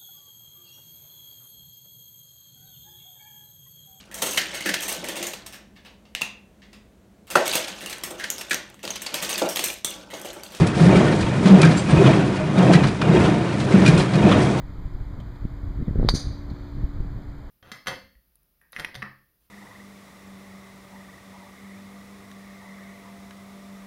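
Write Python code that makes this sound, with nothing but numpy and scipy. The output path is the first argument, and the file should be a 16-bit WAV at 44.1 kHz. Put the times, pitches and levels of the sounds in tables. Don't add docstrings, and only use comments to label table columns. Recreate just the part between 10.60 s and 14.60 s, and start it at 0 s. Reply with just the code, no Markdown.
import sys
import numpy as np
from scipy import signal
from scipy.fft import rfft, irfft
from scipy.io import wavfile
from scipy.ndimage import uniform_filter1d

SR = 44100
rng = np.random.default_rng(int(sys.argv[2]) if len(sys.argv) > 2 else 0)


def unload_audio(sound):
    columns = np.transpose(np.atleast_2d(sound))
    steps = np.round(np.clip(columns, -1, 1) * 32767)
    wavfile.write(sys.argv[1], SR, steps.astype(np.int16))


N = 176400
T = np.arange(N) / SR
TURN_S, FIRST_TURN_S = 1.123, -.275
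KNOCKS_PER_S, KNOCK_SPREAD_DB = 900, 2


def from_db(db):
    return 10 ** (np.asarray(db) / 20)


def rms_one(x):
    return x / np.sqrt(np.mean(x ** 2) + 1e-20)


def colour(x, spectrum, tilt_db=0):
    octave = np.log2(np.maximum(np.fft.rfftfreq(len(x), 1 / SR), 1))
    hz, db = np.transpose(spectrum)
    edges = np.log2(hz)
    inside = np.clip(octave, edges[0], edges[-1])
    gain = from_db(np.interp(octave, edges, db) + tilt_db * inside - 20 * abs(octave - inside))
    return rms_one(irfft(rfft(x) * gain, len(x)))


def drift(rate_hz):
    hz = np.fft.rfftfreq(N, 1 / SR)
    return rms_one(irfft(rfft(rng.standard_normal(N)) / (1 + (hz / rate_hz) ** 2) ** 2, N))


def steady(x, span_s):
    window = max(int(span_s * SR), 2)
    return x / np.sqrt(uniform_filter1d(uniform_filter1d(x ** 2, window), window) + 1e-9)


def swells(rows, width_s):
    return sum(from_db(db) / (1 + ((T - s) / width_s) ** 2) for s, db in rows)


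def contacts(per_s, spread_db):
    sizes = from_db(spread_db * np.minimum(rng.exponential(1, N), 4)) * rng.choice([-1, 1], N)
    return sizes * (rng.random(N) < per_s / SR)


def resonate(x, hz, width_hz):
    r = np.exp(-np.pi * width_hz / SR)
    return rms_one(signal.lfilter([1, 0, -1], [1, -2 * r * np.cos(2 * np.pi * hz / SR), r * r], x + 1e-18))


def add(out, s, sound):
    i = max(int(s * SR), 0)
    out[i:i + len(sound)] += sound[:N - i]


# time_s, lift_db
EFFORT = [(0, 1.5), (.12, 1), (.3, 0), (.6, 1), (.76, 0), (1.0, 0), (1.3, 1.5), (1.62, 0), (1.85, -1),
          (2.1, -0.5), (2.33, -2), (2.55, -.5), (2.87, -0.7), (3.2, -1.5), (3.42, 2.5), (3.65, 0),
          (4, -0.5)]

def each_turn(rows):
    s, db = np.transpose(rows)
    return np.interp(T - FIRST_TURN_S, s, db, period=TURN_S) + np.interp(T, *np.transpose(EFFORT))


# centre_s, level_db
SHUDDERS = [(.03, -22), (.31, -22.5), (.63, -24), (1.05, -28.5), (1.37, -24), (1.47, -21.5), (2.25, -28.5),
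            (2.61, -22), (3.18, -27), (3.36, -23), (3.64, -26.5), (3.755, -19)]
# freq_hz, relative_db
SHUDDER_SPECTRUM = [(20, -26), (35, -13), (55, -8), (80, 0), (105, 6), (135, -3), (200, -43)]

def shudder(floor_db=-33):
    gain = np.hypot(from_db(floor_db), swells(SHUDDERS, width_s=0.048))
    return gain * steady(colour(rng.standard_normal(N), SHUDDER_SPECTRUM), span_s=0.014)


# time_s, relative_db
RUSTLE_LEVEL = [(0, -32.5), (.13, -42), (.21, -34.5), (.42, -37), (.79, -41.5), (.9, -38), (1.22, -37.5),
                (1.48, -37.5), (1.66, -41.5), (1.87, -45), (2.1, -37.5), (2.36, -42), (2.48, -44.5),
                (2.64, -37), (2.82, -43), (2.99, -39), (3.33, -35.5), (3.49, -40), (3.62, -42), (3.82, -35),
                (4, -40.5)]
# freq_hz, relative_db
RUSTLE_SPECTRUM = [(2500, 3), (4500, 4), (6500, -1.5), (8500, -2.5), (10500, -9.5)]

def hay(gain_db=-3.5, tick_db=-10, flicker_db=2, load_share=0.19):
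    load_db = each_turn(RATTLE_LEVEL)
    level_db = np.interp(T, *np.transpose(RUSTLE_LEVEL)) + load_share * (load_db - load_db.mean())
    flicker = from_db(flicker_db * drift(rate_hz=36))
    rustle = flicker * colour(contacts(per_s=9000, spread_db=0.5), RUSTLE_SPECTRUM)
    ticks = sum(resonate(contacts(per_s=10, spread_db=-1), hz, width_hz=400) / hz
                for hz in np.geomspace(4000, 9500, 10))
    return from_db(gain_db + level_db) * (rustle + from_db(tick_db) * rms_one(ticks))


# centre_s, level_db
SCRAPES = [(.485, -32), (1.47, -21.5), (2.66, -25.5), (3.724, -21)]
# freq_hz, relative_db
SCRAPE_SPECTRUM = [(500, -8), (1100, 6.5), (2000, -5.5), (2800, -2), (3400, -0.5), (4500, -15.5),
                   (10000, -27)]

def plunger_scrapes():
    return swells(SCRAPES, width_s=0.013) * colour(contacts(per_s=5000, spread_db=2.0), SCRAPE_SPECTRUM)


# time_in_turn_s, relative_db
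RATTLE_LEVEL = [(0.02, -25.5), (0.12, -26), (0.25, -27), (0.32, -30), (0.4, -34.5), (0.5, -28.5),
                (0.62, -24), (0.72, -26.5), (0.82, -32), (0.94, -31), (1.1, -33)]
# freq_hz, relative_db
RATTLE_SPECTRUM = [(600, -10), (950, 5), (1300, 1.5), (1700, -2.5), (2150, -3), (2490, -4.5), (2580, -16.5),
                   (2850, -7.5), (3300, -9), (3850, -11), (4400, -16.5), (7000, -22.5)]
# pitch_hz, relative_db
LOOSE_PARTS = [(1027, -6), (1250, -1), (1451, 2), (1540, -2), (1727, -3), (1822, 3), (2065, -1), (2296, 1),
               (2630, -1.5), (2490, 2), (2814, -2.5), (3250, -4), (3720, -7)]

def chains(link_db=-2, clink_db=-6.5, link_t60_s=0.028):
    hits = contacts(per_s=1900, spread_db=-0.5)
    energy_kept = from_db(-120 / (link_t60_s * SR))
    energy = signal.lfilter([1], [1, -energy_kept], hits ** 2)
    links = colour(np.sqrt(energy) * rng.standard_normal(N), RATTLE_SPECTRUM)
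    clinks = sum(from_db(db) * resonate(contacts(per_s=60, spread_db=3.5), hz, width_hz=40)
                 for hz, db in LOOSE_PARTS)
    rattle = from_db(link_db) * links + from_db(clink_db) * rms_one(clinks)
    return from_db(each_turn(RATTLE_LEVEL)) * rattle


# start_s, level_db, pitch_hz, t60_s
KNOTTER_PINGS = [(1.168, -28.5, 7378, .12), (1.174, -40, 10050, .08), (1.178, -31, 4705, .13),
                 (1.18, -36, 6169, .13), (1.183, -30.5, 8231, .11), (1.188, -32, 7480, .09),
                 (1.304, -30, 8620, .07), (2.27, -31, 4800, .08), (3.381, -35, 8260, .07)]
# start_s, level_db, pitch_hz, t60_s
ARM_CLANGS = [(1.029, -14, 2365, .07), (1.041, -14.5, 1583, .11), (2.146, -19, 1954, .1),
              (3.259, -17, 2450, .09), (3.274, -14, 2405, .1), (3.276, -20, 1620, .16)]

def steel_rings(rows, attack_s=.004, chatter_db=2.5):
    out, t = np.zeros(N), T[:SR // 4]
    for s, db, hz, t60 in rows:
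        envelope = np.minimum(t / attack_s, 1) * from_db(db - 60 * t / t60)
        add(out, s, envelope * np.sin(2 * np.pi * hz * t))
    return out * from_db(chatter_db * drift(rate_hz=720))


# start_s, level_db, brightness_db_per_octave, burst_t60_s
CLACKS = [(0.066, -29.5, 6, 0.077), (.133, -31.5, -9, 0.04), (0.197, -25, -5.5, 0.049),
          (0.522, -26, -5.5, 0.06), (0.606, -28.5, 1, 0.094), (0.855, -29, 0.5, 0.11),
          (0.871, -30, 1.5, 0.23), (1.014, -18, 4, 0.03), (1.027, -18, -2.5, 0.06),
          (1.044, -22.5, -1, 0.16), (1.1093, -26, -3.5, .1), (1.1706, -33.5, 6, 0.13),
          (1.292, -24.5, -9, 0.082), (1.3068, -27, -3, 0.12), (1.9802, -31, 1, 0.074),
          (2.124, -27, 3, 0.037), (2.1314, -17.5, -0.5, 0.064), (2.149, -20, -1.5, 0.059),
          (2.233, -23, -5, 0.17), (2.2677, -30, 1.5, 0.13), (2.413, -20, -4.5, 0.056),
          (2.922, -33, -7, 0.18), (2.998, -29, -1.5, 0.15), (3.25, -26, -1, .08), (3.259, -19.5, 2, 0.054),
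          (3.275, -22.5, 2.5, 0.13), (3.374, -28, 5, 0.21), (3.395, -23.5, -4, 0.15),
          (3.5337, -27, -3, 0.088), (3.552, -30.5, 1, 0.068)]
# freq_hz, relative_db
CLACK_SPECTRUM = [(300, -20), (900, -2), (1600, 3), (2500, -2.5), (2900, 0), (4000, 0.5), (5000, -3.5),
                  (6000, -8.5), (8500, -12.5), (11000, -19)]
# pitch_hz, relative_db, t60_s
STEEL_MODES = [(980, -11, .09), (1308, 5, 0.072), (1522, -10, 0.14), (1660, 0.5, 0.18), (2416, 3, 0.15),
               (2535, -3, 0.17), (3440, -14, .07), (3990, 2, 0.071), (4190, -5, 0.057), (4840, -7, 0.049),
               (5700, -3, 0.045)]

def clacks(attack_s=0.0047, ring_db=-12, spread_db=2.5, detune=.02):
    out, t = np.zeros(N), T[:SR // 4]
    touches = rms_one(contacts(per_s=2500, spread_db=-2.0)) + rng.standard_normal(N)
    hz, mode_db, mode_t60 = np.transpose(STEEL_MODES)[:, :, None]
    octave = np.log2(hz) - np.log2(hz).mean()
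    for s, db, bright_db, t60 in CLACKS:
        burst = colour(np.roll(touches, rng.integers(N))[:len(t)], CLACK_SPECTRUM, bright_db)
        burst *= from_db(-60 * np.maximum(t - attack_s, 0) / t60)
        struck_db = ring_db + mode_db + bright_db * octave + spread_db * rng.standard_normal(hz.shape)
        struck_hz = hz * (1 + detune * rng.standard_normal(hz.shape))
        phase = 2 * np.pi * (struck_hz * t + rng.random(hz.shape))
        modes = from_db(struck_db - 60 * t / mode_t60) * np.sin(phase)
        add(out, s, from_db(db) * np.minimum(t / attack_s, 1) * (burst + modes.sum(axis=0)))
    return out


# time_in_turn_s, relative_db
RUMBLE_LEVEL = [(0.02, -18.5), (0.12, -15.5), (0.23, -19.5), (0.31, -23.5), (0.41, -31.5), (0.47, -22),
                (0.58, -16), (0.7, -18), (0.82, -22), (0.93, -26.5), (1.03, -26.5), (1.1, -24.5)]
# freq_hz, relative_db
RUMBLE_SPECTRUM = [(170, -27), (240, -7), (295, 2.5), (385, -1), (430, -5.5), (490, -6), (570, -11),
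                   (635, -7.5), (710, -10), (800, -13), (950, -26.5), (1400, -36)]
# pitch_hz, width_hz, relative_db
FRAME_MODES = [(309, 30, -11.5), (343.4, 21, -10), (382.5, 12, -2.5), (444, 10, -5.5), (538.3, 15, -4.5),
               (617.5, 30, -3.5), (712.4, 4.2, -7.5), (908, 22, -9)]
# start_s, level_db
HARD_KNOCKS = [(0.026, -23), (.322, -13), (1.484, -17), (2.095, -11), (2.545, -16), (3.665, -14)]

def frame(gain_db=-1.5, ring_db=-6, knock_attack_s=0.0026, knock_t60_s=0.18):
    rumble = steady(colour(contacts(KNOCKS_PER_S, KNOCK_SPREAD_DB), RUMBLE_SPECTRUM), span_s=0.04)
    modes = sum(from_db(db) * resonate(contacts(per_s=90, spread_db=4), hz, width)
                for hz, width, db in FRAME_MODES)
    accents = np.zeros(N)
    for s, db in HARD_KNOCKS:
        add(accents, s, np.minimum(T / knock_attack_s, 1) * from_db(db - 60 * T / knock_t60_s))
    level = from_db(gain_db + each_turn(RUMBLE_LEVEL))
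    return np.hypot(level, accents) * rumble + from_db(ring_db) * level * steady(modes, span_s=0.038)


# start_s, level_db, pitch_hz, push_s
THUMPS = [(0.013, -4.5, 164, 0.007), (0.207, -6, 165, 0.033), (.262, -3.5, 185, 0.022),
          (0.365, -2, 187, 0.0055), (.85, -4.5, 189, 0.018), (.902, -1, 191, 0.056),
          (1.034, -4, 159, 0.019), (1.07, -3.5, 158, 0.012), (1.328, -8, 150, 0.017),
          (1.372, -4.5, 149, 0.0086), (1.392, -10.5, 385, 0.027), (1.453, -9, 137, 0.036),
          (1.483, -15.5, 644, .018), (1.8, -21.5, 621, 0.013), (1.974, -8.5, 185.6, 0.035),
          (2.092, -17, 662, 0.01), (2.099, -6, 180, 0.032), (2.148, -4.5, 160.5, 0.019),
          (2.215, -14, 138.5, 0.036), (2.492, -3, 165.7, 0.0059), (2.54, -11.5, 362, 0.014),
          (2.68, -18, 304, 0.022), (3.137, 0, 193, 0.01), (3.178, -3, 181, 0.0053),
          (3.216, -10, 190, 0.024), (3.28, -2.5, 153, 0.013), (3.335, -5, 159, 0.016),
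          (3.55, -6.5, 149, 0.01), (3.644, -3.5, 190, 0.013)]

def wall_thumps(attack_s=0.0078, t60_s=0.089, sag_per_s=0.22):
    out, envelope, t = np.zeros(N), np.zeros(N), T[:SR // 4]
    for s, db, hz, push_s in THUMPS:
        swing = np.minimum(t / attack_s, 1) * from_db(db - 60 * np.maximum(t - push_s, 0) / t60_s)
        add(out, s, swing * np.sin(2 * np.pi * hz * t * (1 - sag_per_s * t / 2)))
        add(envelope, s, swing)
    return out, envelope


# time_in_turn_s, level_db
BOOM_LEVEL = [(.02, -22.5), (.07, -13.5), (.2, -15.5), (.29, -17.5), (.39, -26.5), (.48, -18), (.55, -15),
              (.65, -16), (.76, -18), (.92, -25), (1.08, -19)]
# pitch_hz, width_hz, relative_db
WALL_MODES = [(127.6, 5.5, -1.5), (143, 20.5, -0.5), (155.3, 25, -0.5), (190.1, 26.6, 3), (221, 38, -6.5)]

def bale_chamber(band_hz=(95, 290), half_power_db=-7):
    walls = sum(from_db(db) * resonate(contacts(KNOCKS_PER_S, KNOCK_SPREAD_DB), hz, width)
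                for hz, width, db in WALL_MODES)
    walls = signal.sosfilt(signal.butter(2, band_hz, "band", fs=SR, output="sos"), walls)
    boom = from_db(each_turn(BOOM_LEVEL)) * steady(walls, span_s=0.035)
    thumps, push = wall_thumps()
    damping = np.hypot(1, push / from_db(half_power_db))
    return thumps + boom / damping


def scene():
    running = bale_chamber() + shudder() + frame() + chains() + hay()
    steel = clacks() + steel_rings(ARM_CLANGS) + steel_rings(KNOTTER_PINGS)
    return (running + steel + plunger_scrapes())[None]


def record(dry, ceiling=.96, cutoff_hz=10700):
    rounded = dry / (1 + (dry / ceiling) ** 6) ** (1 / 6)
    return signal.sosfilt(signal.ellip(12, .1, 90, cutoff_hz, fs=SR, output="sos"), rounded)


dry = scene()
out = record(dry)
unload_audio(out)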